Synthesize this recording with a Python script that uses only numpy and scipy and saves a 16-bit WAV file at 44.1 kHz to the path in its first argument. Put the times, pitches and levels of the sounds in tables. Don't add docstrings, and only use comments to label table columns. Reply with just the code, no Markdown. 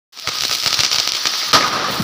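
import sys
import numpy as np
from scipy import signal
from scipy.io import wavfile
from scipy.ndimage import uniform_filter1d, minimum_filter1d

SR = 44100
rng = np.random.default_rng(int(sys.argv[2]) if len(sys.argv) > 2 else 0)


def pcm_store(signal):
    levels = np.round(np.clip(np.atleast_2d(signal), -1, 1) * 32767)
    wavfile.write(sys.argv[1], SR, levels.astype(np.int16).T)


N = 89875


def amp(db):
    return 10 ** (np.asarray(db) / 20)


def evened(x):
    return x / np.sqrt(np.mean(x ** 2) + 1e-20)


def curve(points):
    return np.interp(np.arange(N) / SR, *np.transpose(points))


def read(points, hz):
    f, value = np.transpose(points)
    return np.interp(np.log(hz + 1), np.log(f + 1), value)


def add(mix, s, sound):
    part = mix[round(s * SR):][:len(sound)]
    part += sound[:len(part)]


# frequency in Hz, gain in dB.
MIC_COLOUR = [(30, -24), (70, -4), (130, -4.5), (1000, -7.5), (2500, -4.5), (3500, -1), (4500, 1.5),
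              (5800, -0.5), (6400, -9), (6900, -12.5), (7500, -13.5), (8400, -21), (11800, -15.5),
              (13600, -23), (14400, -24), (15200, -27.5), (15700, -50.5)]


def noise(tone, patchy_db, flicker_db):
    frames, hz = N // 128 + 5, np.fft.rfftfreq(512, 1 / SR)
    real, imag, patches = rng.standard_normal((frames, 257, 3)).T
    patches = uniform_filter1d(patches, size=8, axis=0)
    patches = evened(uniform_filter1d(patches, size=14, axis=1))
    flicker = evened(uniform_filter1d(rng.standard_normal(frames), size=3))
    colour_db = (read(tone, hz) + read(MIC_COLOUR, hz))[:, None]
    gain = amp(colour_db + patchy_db * patches + flicker_db * flicker)
    spectrum = (real + 1j * imag) * gain
    return evened(signal.istft(spectrum, nperseg=512, noverlap=384)[1][:N])


def click(tone, tilt_db=0.):
    hz = abs(np.fft.fftfreq(4096, 1 / SR))
    tilt = tilt_db * np.log2((hz + 200) / 4000)
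    log_gain = np.log(amp(read(tone, hz) + read(MIC_COLOUR, hz) + tilt))
    pulse = np.fft.ifft(np.exp(np.conj(signal.hilbert(log_gain)))).real[:1024]
    return pulse / abs(pulse).max()


def sparks(per_s, spread_db):
    size = amp(spread_db * np.minimum(rng.exponential(1, N), 4))
    struck = rng.random(N) < per_s / SR
    return size * struck * rng.choice([-1, 1], N)


# time in seconds, level in dB.
FIZZ_LEVEL = [(.12, -55), (.135, -41), (.18, -38.5), (.26, -30.5), (.35, -23), (.48, -27.5), (.62, -26.5),
              (.76, -22), (.9, -23.5), (1.04, -22), (1.2, -23), (1.35, -21), (1.5, -22), (1.62, -23),
              (1.72, -27.5), (1.85, -28), (1.97, -24), (2.04, -42)]
# frequency in Hz, level in dB per Hz.
FIZZ_TONE = [(50, -21), (200, -12), (500, -7.5), (1200, 0.5), (2500, -1.5), (5000, 2), (9000, -8.5),
             (16000, -16.5)]
# time in seconds, sparks a second of each brightness.
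SPIT_RATE = [(.15, 70), (.6, 71), (1.15, 35), (1.3, 20), (2.0, 12)]
# frequency in Hz, level in dB per Hz.
SPIT_TONE = [(50, -36), (200, -9), (600, -15.5), (1500, 6), (4000, -7), (9000, 18), (16000, -26)]
SPIT_TILTS = (1.1, 4.5, 5.6)
SPIT_DB, SPIT_SPREAD_DB, SPIT_ECHO_DB = -13, 3, -3


def fizz():
    spits = np.zeros(N)
    for tilt in SPIT_TILTS:
        hits = sparks(curve(SPIT_RATE), SPIT_SPREAD_DB)
        spits += signal.oaconvolve(hits, click(SPIT_TONE, tilt))[:N]
    echoes = signal.oaconvolve(spits, room(1))[:N]
    spits = spits + amp(SPIT_ECHO_DB) * echoes
    hiss = noise(FIZZ_TONE, patchy_db=1.2, flicker_db=.8)
    return amp(curve(FIZZ_LEVEL)) * (hiss + amp(SPIT_DB) * spits)


# start in seconds (POP_LAG_S is added), snap level in dB, gain on the echoes in dB,
# levels of thump, body and treble in dB (each raised by its crest), stretch of the echo delays as a ratio.
POPS = [(0.174, -17.5, -1, -68, -35.5, -53, 0.98), (0.1974, -11, -17, -67, -40, -32, 0.96),
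        (0.2226, -15, -16, -56, -46, -41, 0.99), (0.2733, -5, -0.5, -32, -18, -30.5, 0.98),
        (0.3186, -11, -6.5, -59, -27, -42, 1), (0.3542, -10, -6, -53, -29, -42, 0.99),
        (0.3856, -2, -16, -45, -33, -35, 0.99), (0.408, 1.5, -16, -43, -37, -31, 0.99),
        (0.4213, -1.5, -11, -38, -26, -27, 1), (0.4359, -0.5, -4, -40, -18.5, -32, 0.98),
        (0.4693, -7, -7, -50, -39, -32, 0.99), (0.4813, -3.5, -14, -48, -35, -37, 0.94),
        (0.4953, -5, -6, -37.5, -24, -40, 0.97), (0.5124, 0.5, -4, -51, -18, -27, 0.98),
        (0.5345, -5, -1.5, -45, -28, -23, 1), (0.5574, -6, -8, -50, -31, -29, 0.97),
        (0.585, -6, -5.5, -51, -29.5, -30, 0.99), (0.6009, -9.5, -5, -57, -34, -31, 0.99),
        (0.6255, -4.5, -8, -51, -43, -39, 0.99), (0.635, -3, -7.5, -44, -24, -27, 0.98),
        (0.6607, 1, -3, -42, -15, -25, 1), (0.6617, -2, -4.5, -31, -26, -25, 0.98),
        (0.7062, -1, -19, -40, -34, -38, 0.88), (0.728, 2.5, -5.5, -38, -16.5, -36, 1),
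        (0.7725, -5, -12, -43, -25, -32, 0.99), (0.7903, -1, 1, -28, -17.5, -28, 1),
        (0.834, 3, -4, -56, -15, -39, 0.98), (0.8635, 0, -12, -46, -43, -40, 0.99),
        (0.914, -1, -1.5, -42, -20.5, -31, 0.98), (0.9446, 1, -6, -37, -20.5, -33, 0.95),
        (0.9839, 1, -1.5, -35, -18.5, -39, 1), (1.0303, -5, -13, -58, -35, -40, 0.99),
        (1.0568, -13, -10, -49, -32, -42, 0.99), (1.075, 10, -12.5, -64, -12, -34, 0.99),
        (1.1201, 10.5, -17, -53, -22, -35, 0.96), (1.1348, -4, -2.5, -39, -23, -30, 1),
        (1.1541, -2.5, -7, -51, -27, -31, 0.91), (1.1654, -14, -11, -57, -40, -28, 0.99),
        (1.255, 0.5, -3, -37, -14.5, -36, 0.98), (1.3367, -22, -8, -52, -22, -28, 1),
        (1.384, -10, -10, -59, -39, -31, 0.99), (1.4166, -25.5, 1, -60, -27.5, -43, 0.96),
        (1.488, -29, -17, -44, -29.5, -24, 0.99), (1.5124, -22, -13, -48, -33, -33, 0.99),
        (1.5192, -4, -21, -43, -21, -22, 0.99), (1.6087, -2, -6, -36, -8, -41, 0.99),
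        (1.6768, -11, -16, -37, -20.5, -27, 0.96), (1.6823, -5, -24, -36, -26, -34, 0.99),
        (1.9101, -15, -8, -37, -28.5, -36, 0.99), (1.9912, -13, -5, -38, -31, -34, 0.95),
        (2.0213, -11, -3, -35, -29.5, -27, 1)]
# frequency in Hz, level in dB per Hz.
SNAP_TONE = [(500, -25.5), (2000, 0), (3000, -1), (6500, 0.5), (9000, -5), (16000, -50)]
# frequency in Hz, level in dB per Hz.
BODY_TONE = [(80, -22.5), (250, -1.5), (1000, 0.5), (2200, 6.5), (4000, -33), (9000, -59.5)]
# frequency in Hz, level in dB per Hz.
SIZZLE_TONE = [(5000, -35), (8000, -10), (10000, -9), (13000, -13), (16000, 17.5)]
# gain in dB for snap, thump, body and treble.
ECHO_LOSS_DB = (0, -12, -5, -1)
POP_LAG_S = 0.00045
THUMP_HZ, THUMP_T60 = 125, .028
THUMP_CREST_DB, BODY_CREST_DB, TREBLE_CREST_DB = 12, 10.5, 11


def pops():
    out, t = np.zeros(N), np.arange(1024) / SR
    thump = amp(-60 * t / THUMP_T60) * np.sin(2 * np.pi * THUMP_HZ * t)
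    parts = np.array([click(SNAP_TONE), thump, click(BODY_TONE), click(SIZZLE_TONE)])
    for s, snap_db, echo_db, thump_db, body_db, treble_db, stretch in POPS:
        levels = amp([snap_db, thump_db + THUMP_CREST_DB,
                      body_db + BODY_CREST_DB, treble_db + TREBLE_CREST_DB])
        direct = levels @ parts
        sent_to_walls = (levels * amp(ECHO_LOSS_DB)) @ parts
        echoes = signal.fftconvolve(room(stretch), sent_to_walls)
        add(out, s + POP_LAG_S, direct)
        add(out, s + POP_LAG_S, amp(echo_db) * echoes)
    return out


# delay in seconds before stretch and scatter, level in dB.
ECHOES = [(.0008, -6.5), (.0014, -2.5), (.007, -7), (.0088, -8), (.011, -12), (0.014, -0.5), (.0157, 0),
          (0.017, -2), (.0198, -6.5), (.022, -13)]
ECHO_SCATTER_S, SMEAR_S, SMEAR_DB = .0003, 0.00095, -13.5
TAIL_DB, TAIL_T60, TAIL_RISE_S = -22, 0.17, 0.0064


def room(stretch):
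    t = np.arange(SR // 4) / SR
    rise = 1 - np.exp(-(t / TAIL_RISE_S) ** 2)
    taps = amp(TAIL_DB - 60 * t / TAIL_T60) * rise * rng.standard_normal(len(t))
    smear_t = t[:300]
    for delay, db in ECHOES:
        smear = amp(SMEAR_DB) * np.exp(-smear_t / SMEAR_S) * rng.standard_normal(300)
        impulse = smear_t == 0
        shift = np.minimum(ECHO_SCATTER_S, delay / 2) * rng.uniform(-0.92, 1)
        add(taps, delay * stretch + shift, amp(db) * (smear + impulse))
    return taps


# frequency in Hz, level in dB per Hz.
BANG_TONE = [(50, -3), (150, 3.5), (500, 7.5), (1200, 8), (2500, -1), (5000, -0.5), (9000, -5.5),
             (16000, -4)]
# time in seconds, level in dB, level of its ringing band in dB.
ROAR_LEVELS = [(1.54, -34, -6), (1.562, -20, 1.5), (1.594, -24, -21), (1.664, -24.5, -21),
               (1.704, -26.5, -31.5), (1.746, -22.5, -18.5), (1.818, -23, -30), (1.86, -25.5, -23),
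               (1.9, -19.5, -36), (1.918, -29, -44), (1.932, -22.5, -34), (1.956, -27, -33),
               (2.006, -26, -34), (2.038, -39, -34)]
# frequency in Hz, level in dB per Hz.
ROAR_TONE = [(50, -14), (130, -8), (300, -1.5), (700, -0.5), (1200, -2.5), (2000, -7.5), (3000, -13),
             (5000, -17.5), (9000, -42)]
# frequency in Hz, level in dB per Hz.
ROAR_RING_TONE = [(600, -23.5), (1050, -5.5), (1200, -2), (1330, -5.5), (1500, -9), (2500, -25.5)]
BANG_S, BANG_RISE_S, BANG_HOLD_S = 1.5308, 0.00026, .022
BANG_DB, BANG_T60, SHOCK_DB = 10.5, 0.14, 14
BANG_THUMP_HZ, BANG_THUMP_T60, BANG_THUMP_DB = 142, 0.11, -9.5


def firecracker():
    t = np.maximum(np.arange(N) / SR - BANG_S, 0)
    blast_db = BANG_DB - 60 * np.maximum(t - BANG_HOLD_S, 0) / BANG_T60
    blast = amp(blast_db) * noise(BANG_TONE, patchy_db=0.65, flicker_db=1.57)
    s, level_db, ring_db = np.transpose(ROAR_LEVELS)
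    roar = amp(curve(np.c_[s, level_db])) * noise(ROAR_TONE, patchy_db=0.5, flicker_db=0.5)
    ringing = amp(curve(np.c_[s, ring_db])) * noise(ROAR_RING_TONE, patchy_db=0.74, flicker_db=2.3)
    out = np.minimum(t / BANG_RISE_S, 1) * (blast + roar + ringing)
    thump_gain = amp(BANG_THUMP_DB - 60 * t / BANG_THUMP_T60)
    out = out + thump_gain * np.sin(2 * np.pi * BANG_THUMP_HZ * t)
    add(out, BANG_S, amp(SHOCK_DB) * click(BANG_TONE))
    return out


PIP_START_S, PIP_LENGTH_S, PIP_HZ, PIP_DB = .241, .029, 650, -37


def pip():
    t, out = np.arange(0, PIP_LENGTH_S, 1 / SR), np.zeros(N)
    tone = np.zeros(len(t))
    for harmonic, db in ((1, 0), (2, -12), (3, -6)):
        tone += amp(db) * np.sin(2 * np.pi * PIP_HZ * harmonic * t)
    envelope = np.sin(np.pi * t / PIP_LENGTH_S) ** .5
    add(out, PIP_START_S, amp(PIP_DB) * envelope * tone)
    return out


# time in seconds, level in dB.
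SIZZLE_LEVEL = [(0.13, -56), (0.192, -50), (0.448, -36.5), (0.856, -38.5), (0.888, -52), (0.936, -34),
                (1.048, -41), (1.488, -37), (1.504, -58), (1.542, -37), (1.604, -45), (1.86, -51),
                (1.912, -33), (2.038, -38.5)]
# time in seconds, level in dB.
RUMBLE_LEVEL = [(1.44, -47), (1.504, -31), (1.546, -46), (1.59, -54), (1.84, -37.5), (1.91, -28.5),
                (1.982, -34.5), (2.012, -19), (2.038, -40)]
# frequency in Hz, level in dB per Hz.
RUMBLE_TONE = [(50, -29), (130, 9.5), (250, 1), (500, -12), (1000, -28)]
TICKS_PER_S, TICK_DB, TICK_SPREAD_DB = 250, 10.5, 4


def treble_and_bass():
    ticks = signal.oaconvolve(sparks(TICKS_PER_S, TICK_SPREAD_DB), click(SIZZLE_TONE))[:N]
    sizzle = evened(noise(SIZZLE_TONE, patchy_db=1.7, flicker_db=2.7) + amp(TICK_DB) * ticks)
    treble = amp(curve(SIZZLE_LEVEL)) * sizzle
    fade_in = np.clip((np.arange(N) / SR - RUMBLE_LEVEL[0][0]) / .03, 0, 1)
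    bass = fade_in * amp(curve(RUMBLE_LEVEL)) * noise(RUMBLE_TONE, patchy_db=5.7, flicker_db=0.68)
    return treble + bass


START_S = 0.1234


def scene():
    mix = fizz() + pops() + firecracker() + pip() + treble_and_bass()
    is_open = np.arange(N) / SR > START_S
    return (mix * is_open)[None]


RING_HZ, RING_WIDTH_HZ, RING_DB = 1251, 65, 4
LIMIT_DB, LOOKAHEAD_S, RECOVER_DB_PER_S = 3.5, 0.019, 223
CEILING = 0.89
LOW_CUT_HZ, EDGE_HZ = 78, 15540


def record(dry):
    ring = signal.lfilter(*signal.iirpeak(RING_HZ, RING_HZ / RING_WIDTH_HZ, SR), dry)
    x = dry + amp(RING_DB) * ring
    over_db = np.maximum(20 * np.log10(abs(x[0]) + 1e-9) - LIMIT_DB, 0)
    ahead = round(LOOKAHEAD_S * SR)
    held = -minimum_filter1d(-over_db, size=ahead, origin=-(ahead // 2) + 1)
    fall = np.arange(N) * RECOVER_DB_PER_S / SR
    held = np.maximum.accumulate(held + fall) - fall
    reduction_db = uniform_filter1d(held, size=ahead, origin=(ahead - 1) // 2)
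    x = np.clip(x / amp(reduction_db), -CEILING, CEILING)
    x = signal.sosfilt(signal.butter(2, LOW_CUT_HZ, "high", fs=SR, output="sos"), x)
    low_pass = signal.firwin(401, EDGE_HZ, window=("kaiser", 9), fs=SR)
    return signal.oaconvolve(x, low_pass[None], "same")


dry = scene()
out = record(dry)
pcm_store(out)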